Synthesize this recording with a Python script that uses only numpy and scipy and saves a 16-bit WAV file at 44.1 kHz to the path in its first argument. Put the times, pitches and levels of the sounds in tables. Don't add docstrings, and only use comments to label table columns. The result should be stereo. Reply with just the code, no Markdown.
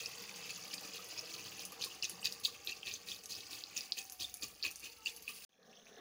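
import sys
import numpy as np
from scipy import signal
from scipy.fft import rfft, irfft, next_fast_len
from scipy.io import wavfile
from scipy.ndimage import map_coordinates

SR = 44100
rng = np.random.default_rng(int(sys.argv[2]) if len(sys.argv) > 2 else 0)


def inscribe(sig):
    pcm = np.round(np.clip(np.atleast_2d(sig).T, -1, 1) * 32767)
    wavfile.write(sys.argv[1], SR, pcm.astype(np.int16))


N = 264715
GLUG_START_S = 1.7
CUT_S, RESUME_S = 5.45, 5.493
GLIDE = 0.28


def amp(db):
    return 10 ** (np.asarray(db) / 20)


def unit(x):
    return x / np.sqrt(np.mean(x ** 2) + 1e-20)


def clock():
    return np.arange(N) / SR


def along(points, hz):
    f, v = np.transpose(points)
    return np.interp(np.log(hz + 1), np.log(f + 1), v)


def curves(rows):
    s, *cols = np.transpose(rows)
    return [np.interp(clock(), s, c) for c in cols]


def wobble(rate):
    return map_coordinates(rng.standard_normal(int(N * rate / SR) + 4), [clock() * rate])


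def around(times, width_s):
    t = np.linspace(0, N / SR, 3000)
    bumps = np.exp(-((t[:, None] - times) / width_s) ** 2).sum(1)
    return np.interp(clock(), t, np.minimum(bumps, 1))


def filtered(x, response):
    m = next_fast_len(N + SR // 2)
    return irfft(rfft(x, m) * response(np.fft.rfftfreq(m, 1 / SR)), m)[..., :N]


def coloured(x, spectrum, size=2048):
    cepstrum = irfft(np.log(amp(along(spectrum, np.fft.rfftfreq(size, 1 / SR)))))
    cepstrum[1:size // 2] *= 2
    cepstrum[size // 2 + 1:] = 0
    kernel = irfft(np.exp(rfft(cepstrum)))
    return signal.oaconvolve(x, kernel / np.linalg.norm(kernel))[:N]


def resonator(hz, centre_hz, width_hz):
    return 1j * hz * width_hz / (centre_hz ** 2 - hz ** 2 + 1j * hz * width_hz)


def bubble(t, hz, life_s, rise):
    age = t / life_s
    envelope = 1.85 * (1 - np.exp(-4 * age)) * np.exp(-age - .5 * age * age)
    return envelope * np.sin(2 * np.pi * hz * t * (1 + rise * (np.minimum(age, 2) - 1) / 2))


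def froth(rate, low_hz, high_hz, cycles, spread_db, hiss_db, size=256):
    when, pitch, life, faintness = rng.random((int(rate * N / SR), 4)).T[..., None]
    hz = low_hz * (high_hz / low_hz) ** pitch
    strength = amp(-spread_db * np.log(faintness + .012))
    grains = strength * bubble(np.arange(size) / SR, hz, cycles * (0.38 + life) / hz, rise=0.11)
    where = (when * N).astype(int) + np.arange(size)
    swarm = np.bincount(where.ravel(), grains.ravel(), N)[:N]
    return unit(swarm) + amp(hiss_db) * rng.standard_normal(N)


# frequency in Hz, seconds to fall 60 dB.
KITCHEN_DECAY = [(200, 0.8), (3000, 0.2), (14000, 0.36)]

def kitchen(x, early_db, tail_db, reflections=14):
    out, hop = x.copy(), SR // 4
    for start in range(-hop, N, hop):
        hz, t, noise = signal.stft(rng.standard_normal(SR // 4), SR, nperseg=256)
        decay = amp(-60 * t / along(KITCHEN_DECAY, hz)[:, None])
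        tail = signal.istft(noise * decay, SR, nperseg=256)[1]
        echo = amp(tail_db) * tail / np.linalg.norm(tail)
        delay_s = rng.uniform(.001, .016, reflections)
        walls = rng.standard_normal(reflections) * np.exp(-delay_s / 0.0045)
        echo[(delay_s * SR).astype(int)] += amp(early_db) * walls / np.linalg.norm(walls)
        span = np.arange(max(start, 0), min(start + 2 * hop, N))
        crossfade = np.sin(np.pi * (span - start) / (2 * hop))
        wet = signal.fftconvolve(x[span] * crossfade, echo)[:N - span[0]]
        out[span[0]:][:len(wet)] += wet
    return out


# time in seconds, level in dB.
RUMBLE_LEVEL = [(0, -90), (2.5, -79.5), (4.0, -81.5), (4.35, -71), (4.7, -78), (6, -78)]

def rumble():
    level_db, = curves(RUMBLE_LEVEL)
    band = lambda f: amp(along([(15, -21), (40, -18), (62, -6), (80, -2.5), (140, -43)], f))
    return amp(level_db) * unit(filtered(rng.standard_normal(N), band))


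# start and length in seconds, first and last pitch in Hz,
# relative level in dB.
SINKING_TONES = [(3.95, 0.46, 784, 710, -71), (4.797, 0.45, 938, 832, -73),
                 (4.96, 0.078, 1307, 1286, -68.5)]

def sinking_tones():
    out = np.zeros(N)
    for s, length, start_hz, end_hz, db in SINKING_TONES:
        progress = np.clip((clock() - s) / length, 0, 1)
        phase = 2 * np.pi * np.cumsum(start_hz + (end_hz - start_hz) * progress) / SR
        swell = np.sqrt(np.abs(np.sin(np.pi * progress)))
        out += amp(db) * swell * (wobble(55) * np.sin(phase) + wobble(55) * np.cos(phase))
    return out


# time in seconds, relative bubbling and sizzle levels in dB.
SIMMER_LEVELS = [(5.5, -85, -76.5), (5.56, -78, -73), (5.61, -70, -71), (5.69, -63, -63.5),
                 (5.8, -69, -64.5), (5.92, -62.5, -61.5), (6.0, -56.5, -64.5)]
# frequency in Hz, relative gain in dB.
BUBBLING_COLOUR = [(60, -15), (130, -1.5), (190, -2.5), (330, -11), (460, -1), (600, -5.5), (780, 0),
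                   (920, -16), (1150, -2), (1400, -10), (1800, 0), (2200, -11), (3200, -61)]
SIZZLE_COLOUR = [(1500, 1.5), (2500, -4), (3700, 2.5), (4800, -2.5), (6250, 7.5), (7000, -7), (8000, -16.5),
                 (10500, -7.5), (12200, -21), (14000, -17), (15400, 3), (16000, -25)]

def simmer():
    bubbling_db, sizzle_db = curves(SIMMER_LEVELS)
    blips = froth(500, 200, 2200, cycles=3, spread_db=1.5, hiss_db=4, size=1024)
    bubbling = amp(bubbling_db - 2) * unit(coloured(blips, BUBBLING_COLOUR))
    crackle = froth(500, 2240, 13500, cycles=5, spread_db=3.6, hiss_db=0)
    sizzle = amp(sizzle_db - 3 + 1.7 * wobble(45)) * unit(coloured(crackle, SIZZLE_COLOUR))
    return kitchen(bubbling + sizzle, early_db=-7.5, tail_db=-5.5)


# start in seconds, relative level in dB, pitch in Hz.
CURRY_BUBBLES = [(.99, -47.5, 1240), (1.72, -49.5, 1166), (1.866, -49, 1080), (2.48, -52.5, 1150),
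                 (4.652, -52.5, 1123), (5.292, -51.5, 1190)]

def gloops():
    out, t = np.zeros(N + SR), np.arange(SR // 16) / SR
    for s, db, hz in CURRY_BUBBLES:
        out[round(s * SR):][:len(t)] += amp(db) * bubble(t, hz, life_s=0.012, rise=0.065)
    return out[:N]


# frequency in Hz, relative gain in dB.
METAL_MODES = [(2451, -12), (2599, 6), (2885, -10), (3246, 8), (3573, -8), (4423, -7), (4582, -28),
               (6220, 3.5), (6399, -11), (7110, 4)]

def wok_ring(x, ring_db, width_hz):
    modes = lambda f: sum(amp(db) * resonator(f, hz, width_hz) for hz, db in METAL_MODES)
    return x + amp(ring_db) * filtered(x, modes)


def spit(t, hz, width_hz):
    noise = rng.standard_normal(len(t))
    band = resonator(np.fft.rfftfreq(len(t), 1 / SR), hz, width_hz)
    sizzle = unit(irfft(rfft(noise) * band, len(t))) + 0.46 * rng.standard_normal(len(t))
    ping = amp(-0.5) * bubble(t, hz, life_s=0.0017, rise=0.053)
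    tick = amp(-1 - 60 * t / 0.0062) * noise
    return ping + tick + amp(-11.5 - 60 * t / 0.11) * sizzle


# start in seconds, relative level in dB, pitch in Hz.
LOUD_SPITS = [(.7418, -35.5, 9200), (1.0443, -44, 11400), (1.652, -33.5, 9700), (1.721, -40.5, 11540),
              (1.8452, -33, 9360), (2.0956, -31.5, 10030), (2.325, -38, 9300), (3.258, -40, 10900),
              (4.098, -41, 9600), (4.122, -37.5, 11460), (4.3413, -35, 9900), (4.7125, -40.5, 9500),
              (4.7583, -38.5, 9100), (5.1641, -41, 10740)]
# frequency in Hz, relative gain in dB.
SPIT_COLOUR = [(3000, -7), (6500, 10), (8000, -3), (9900, -4.5), (11500, -2), (13000, -3), (15000, 5.5),
               (16200, -34)]

def spits(faint_count=60):
    out, t = np.zeros(N + SR), np.arange(SR // 12) / SR
    faint = rng.uniform([0, -53, 8000], [CUT_S, -43, 13000], (faint_count, 3))
    for s, db, hz in [*LOUD_SPITS, *faint]:
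        out[round(s * SR):][:len(t)] += amp(db) * spit(t, hz, width_hz=1100)
    return coloured(out[:N], SPIT_COLOUR)


def lulls(depth_db, lead_s, width_s):
    times = [s - half - lead_s for s, half, *_ in GULP_LANDINGS if s > GLUG_START_S]
    return -depth_db * around(times, width_s)


# time in seconds, relative fizz and churn levels in dB.
STREAM_LEVELS = [(0, -51.5, -58), (1.1, -52.5, -58.5), (1.75, -54, -59), (2.6, -56, -60.5),
                 (3.0, -60, -64.5), (3.75, -53.5, -62), (4.15, -61.5, -68), (4.7, -60, -66),
                 (4.95, -60, -68), (5.35, -57, -67.5)]
# time in seconds, relative level in dB.
SPRAY_DRIFT = [(0, 0.5), (1.0, -3), (2.0, -1.5), (2.45, 3.5), (2.7, -4.5), (3.15, -1), (3.75, 2),
               (4.45, 1.5), (4.68, -1), (5.05, -5), (5.3, 6.5)]
# centre and width in Hz, relative gain in dB.
HOLLOW_MODES = [(100.6, 34, 3), (188, 28.2, 6), (314, 87, -6.5), (472, 35, 4), (602, 63, -2),
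                (778, 58, 3.5), (1137, 182, 2.5), (1940, 540, -0.5)]
# frequency in Hz, relative gain in dB.
FIZZ_COLOUR = [(900, -18), (1600, -7.5), (2200, -5.5), (2500, -3), (2800, -2), (3200, -6), (4000, -7),
               (4700, 3), (5500, -2), (6500, 0.5), (7300, -4), (8200, -11.5), (11000, -39)]
SPRAY_COLOUR = [(5000, -41), (7500, -7), (8300, -6), (9700, 0), (11200, -3), (12500, -6), (13800, -13.5),
                (14900, 9.5), (15700, 2), (16200, -31.5)]

def stream():
    fizz_db, churn_db = curves(STREAM_LEVELS)
    drift_db, = curves(SPRAY_DRIFT)
    flutter = wobble(40)
    lull_db = lulls(depth_db=2.5, lead_s=0.069, width_s=0.072)
    foam = froth(1100, 2242, 7150, cycles=6.4, spread_db=2.77, hiss_db=-0.35)
    fizz = amp(fizz_db + lull_db + 1.8 * flutter) * unit(coloured(foam, FIZZ_COLOUR))
    mist_db = -61.5 + .4 * drift_db + 2.2 * lull_db + 1.2 * flutter + 0.89 * wobble(68)
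    drops = froth(500, 7000, 16000, cycles=5.3, spread_db=2.9, hiss_db=0.78)
    mist = amp(mist_db) * unit(coloured(drops, SPRAY_COLOUR))
    hollow = lambda f: sum((-1) ** k * amp(db) * resonator(f, hz, width)
                           for k, (hz, width, db) in enumerate(HOLLOW_MODES))
    stir = froth(700, 250, 2000, cycles=2.5, spread_db=1.5, hiss_db=4, size=1024)
    churn = amp(churn_db + 0.78 * lull_db + 1.4 * wobble(21.97)) * unit(filtered(stir, hollow))
    return fizz + mist + churn


def tinkle(between_gulps=0.53):
    fizz_db, _ = curves(STREAM_LEVELS)
    near_gulp = around([s + 0.027 for s, *_ in GULP_LANDINGS], width_s=0.063)
    strays = froth(45, 4000, 7000, cycles=4.4, spread_db=2.5, hiss_db=-40)
    gain = amp(fizz_db - 6) * np.maximum(near_gulp, between_gulps)
    return gain * unit(coloured(strays, PLINK_COLOUR))


def trapped_bubbles(over_db, spread_db, low_hz, high_hz, cycles, count=2):
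    out, t = np.zeros(N + SR), np.arange(SR // 50) / SR
    for s, half, bright_db, _ in GULP_LANDINGS:
        for when, pitch, faintness in rng.random((count, 3)):
            hz = low_hz * (high_hz / low_hz) ** pitch
            db = USUAL_GULP_DB + over_db + .6 * (bright_db - USUAL_GULP_DB) - spread_db * faintness
            start = max(0, s + half * (2.6 * when - 1.2))
            out[round(start * SR):][:len(t)] += amp(db) * bubble(t, hz, cycles / hz, GLIDE)
    return coloured(out[:N], PLINK_COLOUR)


# start in seconds, relative level in dB,
# pitch in Hz, life in cycles.
LOUD_BUBBLES = [(0.059, -25.5, 5104, 9.7), (.739, -30.5, 4798, 7.4), (1.1772, -33, 4930, 11),
                (1.1918, -28, 5120, 12), (1.5941, -29, 5200, 4), (1.8254, -26, 4820, 6.1),
                (1.8396, -21, 4300, 4.3), (2.025, -22, 4900, 9.6), (2.0318, -27, 2760, 8.7),
                (2.0437, -23.5, 6000, 6.6), (2.2287, -34, 2800, 8), (2.256, -15, 4520, 4.8),
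                (2.3235, -26.5, 4850, 5.2), (2.4497, -18.5, 4430, 12), (2.4545, -16.5, 3670, 7.4),
                (2.673, -21, 3800, 4.7), (2.7203, -30, 2655, 12), (2.8304, -29, 2880, 5.1),
                (2.939, -25.5, 6240, 6.24), (3.351, -33, 4855, 10), (3.6379, -25.5, 4380, 4.5),
                (3.7646, -30, 2580, 4.9), (3.7767, -21, 5230, 4.4), (3.808, -26.5, 4800, 5),
                (3.9213, -15, 4460, 4.2), (4.2098, -31, 4530, 5), (4.223, -24.5, 4400, 3.8),
                (4.2434, -29.5, 3560, 20), (4.423, -31.5, 4750, 16), (4.6267, -24.5, 4570, 8),
                (4.6332, -25.5, 4440, 11), (4.6428, -28, 2600, 4.4), (5.0588, -24.5, 2670, 10.2),
                (5.0691, -26, 2790, 10.6), (5.278, -23, 2490, 6.9)]
# frequency in Hz, relative gain in dB.
PLINK_COLOUR = [(1400, -42), (2000, -29), (2450, -0.5), (6500, 3.5), (7500, -5), (10000, 4.5),
                (14000, -8.5)]

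def plinks(short_life_s=0.0019):
    out, t = np.zeros(N + SR), np.arange(SR // 50) / SR
    for s, db, hz, cycles in LOUD_BUBBLES:
        life_s = cycles / hz
        rise = GLIDE * min(1, (short_life_s / life_s) ** 2)
        out[round(s * SR):][:len(t)] += amp(db - 5.5) * bubble(t, hz, life_s, rise)
    return coloured(out[:N], PLINK_COLOUR)


def landing(s, half_s, rise_power=5.4, tail_power=1.68):
    out = np.zeros(N)
    near = slice(max(0, int((s - 2 * half_s) * SR)), int((s + 10 * half_s) * SR))
    age = (np.arange(N)[near] / SR - s) / half_s
    out[near] = np.exp(-.5 * np.abs(age) ** np.where(age < 0, rise_power, tail_power))
    return out


USUAL_GULP_DB = -47
# peak time and half length in seconds,
# relative levels of the bright and the deep splash in dB.
GULP_LANDINGS = [(0.019, 0.034, -54, -54), (0.502, 0.0093, -47, -48.5), (.738, 0.0071, -51, -47),
                 (0.954, 0.022, -50.5, -58), (1.183, .0092, -52, -48.5), (1.343, 0.0088, -47, -69),
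                 (1.394, 0.013, -53, -50.5), (1.47, 0.012, -53, -58), (1.606, 0.0084, -51, -56),
                 (1.834, 0.023, -44, -57), (2.043, 0.013, -42.5, -45.5), (2.257, 0.012, -38.5, -43.5),
                 (2.454, 0.015, -38.5, -56), (2.692, 0.021, -49.5, -47.5), (2.883, .027, -45.5, -47),
                 (2.941, 0.018, -48, -71), (3.107, 0.032, -47, -54.5), (3.319, 0.024, -45, -57.5),
                 (3.387, 0.019, -52.5, -60), (3.537, 0.029, -49.5, -56.5), (3.778, 0.016, -43.5, -49),
                 (3.989, .017, -44.5, -47.5), (4.223, 0.023, -44, -56), (4.438, .015, -45, -53.5),
                 (4.657, 0.018, -41.5, -39), (4.85, 0.022, -50, -50), (5.075, .014, -44.5, -46.5),
                 (5.292, .012, -53, -47.5)]
# time in seconds, relative level in dB.
SLOSH_LEVEL = [(0, -63.5), (2.5, -62), (4.1, -61), (4.44, -51.5), (4.66, -54.5), (4.9, -68), (5.4, -58)]

def gulps():
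    s, half, bright_db, deep_db = np.transpose(GULP_LANDINGS)
    spray_db = -55 + 0.54 * (bright_db - USUAL_GULP_DB)
    slosh_db = np.interp(s, *np.transpose(SLOSH_LEVEL))
    landings = np.array([landing(*gulp) for gulp in zip(s, half)])
    power = amp([deep_db, bright_db, spray_db, slosh_db]) ** 2 @ landings ** 2
    rain = sum(landing(at + 0.079, half_s=0.0099) ** 2 for at in s[s > GLUG_START_S])
    power[1:3] += np.outer(amp([-58, -65.5]) ** 2, rain)
    return np.sqrt(power)


# frequency in Hz, relative gain in dB.
DEEP_COLOUR = [(1000, -19), (1500, -21.5), (1850, -10.5), (2150, -19), (2480, 5), (2750, -1.5), (3100, -7),
               (3600, -19), (5000, -55)]
BRIGHT_COLOUR = [(2000, -36), (2800, -6), (3500, -6), (4000, -6), (4600, 2), (5500, -6), (6500, -1),
                 (7400, -5.5), (8300, -27), (11000, -22)]
SLOSH_COLOUR = [(45, -24.5), (105, 7), (150, -6.5), (200, -0.5), (300, -2), (380, 2.5), (460, 0.5),
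                (620, -9), (950, -21), (1160, -3.5), (1400, -20.5), (2200, -20.5)]

def splashes():
    deep_gain, bright_gain, spray_gain, slosh_gain = gulps()
    drift_db, = curves(SPRAY_DRIFT)
    large = froth(900, 1700, 3500, cycles=3.26, spread_db=1.3, hiss_db=1)
    small = froth(1100, 3310, 7440, cycles=6, spread_db=6, hiss_db=0.5)
    drops = froth(1300, 6850, 17700, cycles=2.8, spread_db=1.9, hiss_db=-7.5)
    deep = deep_gain * unit(coloured(large, DEEP_COLOUR))
    bright = bright_gain * unit(coloured(small, BRIGHT_COLOUR))
    spray = amp(drift_db) * spray_gain * unit(coloured(drops, SPRAY_COLOUR))
    slosh = amp(-0.5) * slosh_gain * unit(coloured(rng.standard_normal(N), SLOSH_COLOUR))
    return deep + bright + spray + slosh


def scene():
    t, droplets = clock(), spits()
    bubbles = plinks() + tinkle()
    bubbles += trapped_bubbles(over_db=8.5, spread_db=8.5, low_hz=2720, high_hz=7150, cycles=7.5)
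    water = wok_ring(stream() + splashes() + bubbles + droplets, ring_db=-10.5, width_hz=20)
    pouring = kitchen(water + gloops() + sinking_tones(), early_db=-8, tail_db=-10.5)
    mid = (amp(-1) * pouring + rumble()) * (t < CUT_S) + simmer() * (t > RESUME_S)
    side_colour, delay_s = [(2500, -55), (5000, -43), (8000, -26.5)], .004
    side = filtered(droplets, lambda f: amp(along(side_colour, f)) * np.exp(-2j * np.pi * f * delay_s))
    return np.array([mid + side, mid - side])


def record(dry, top_hz=15950):
    return filtered(dry, lambda hz: hz < top_hz)


dry = scene()
out = record(dry)
inscribe(out)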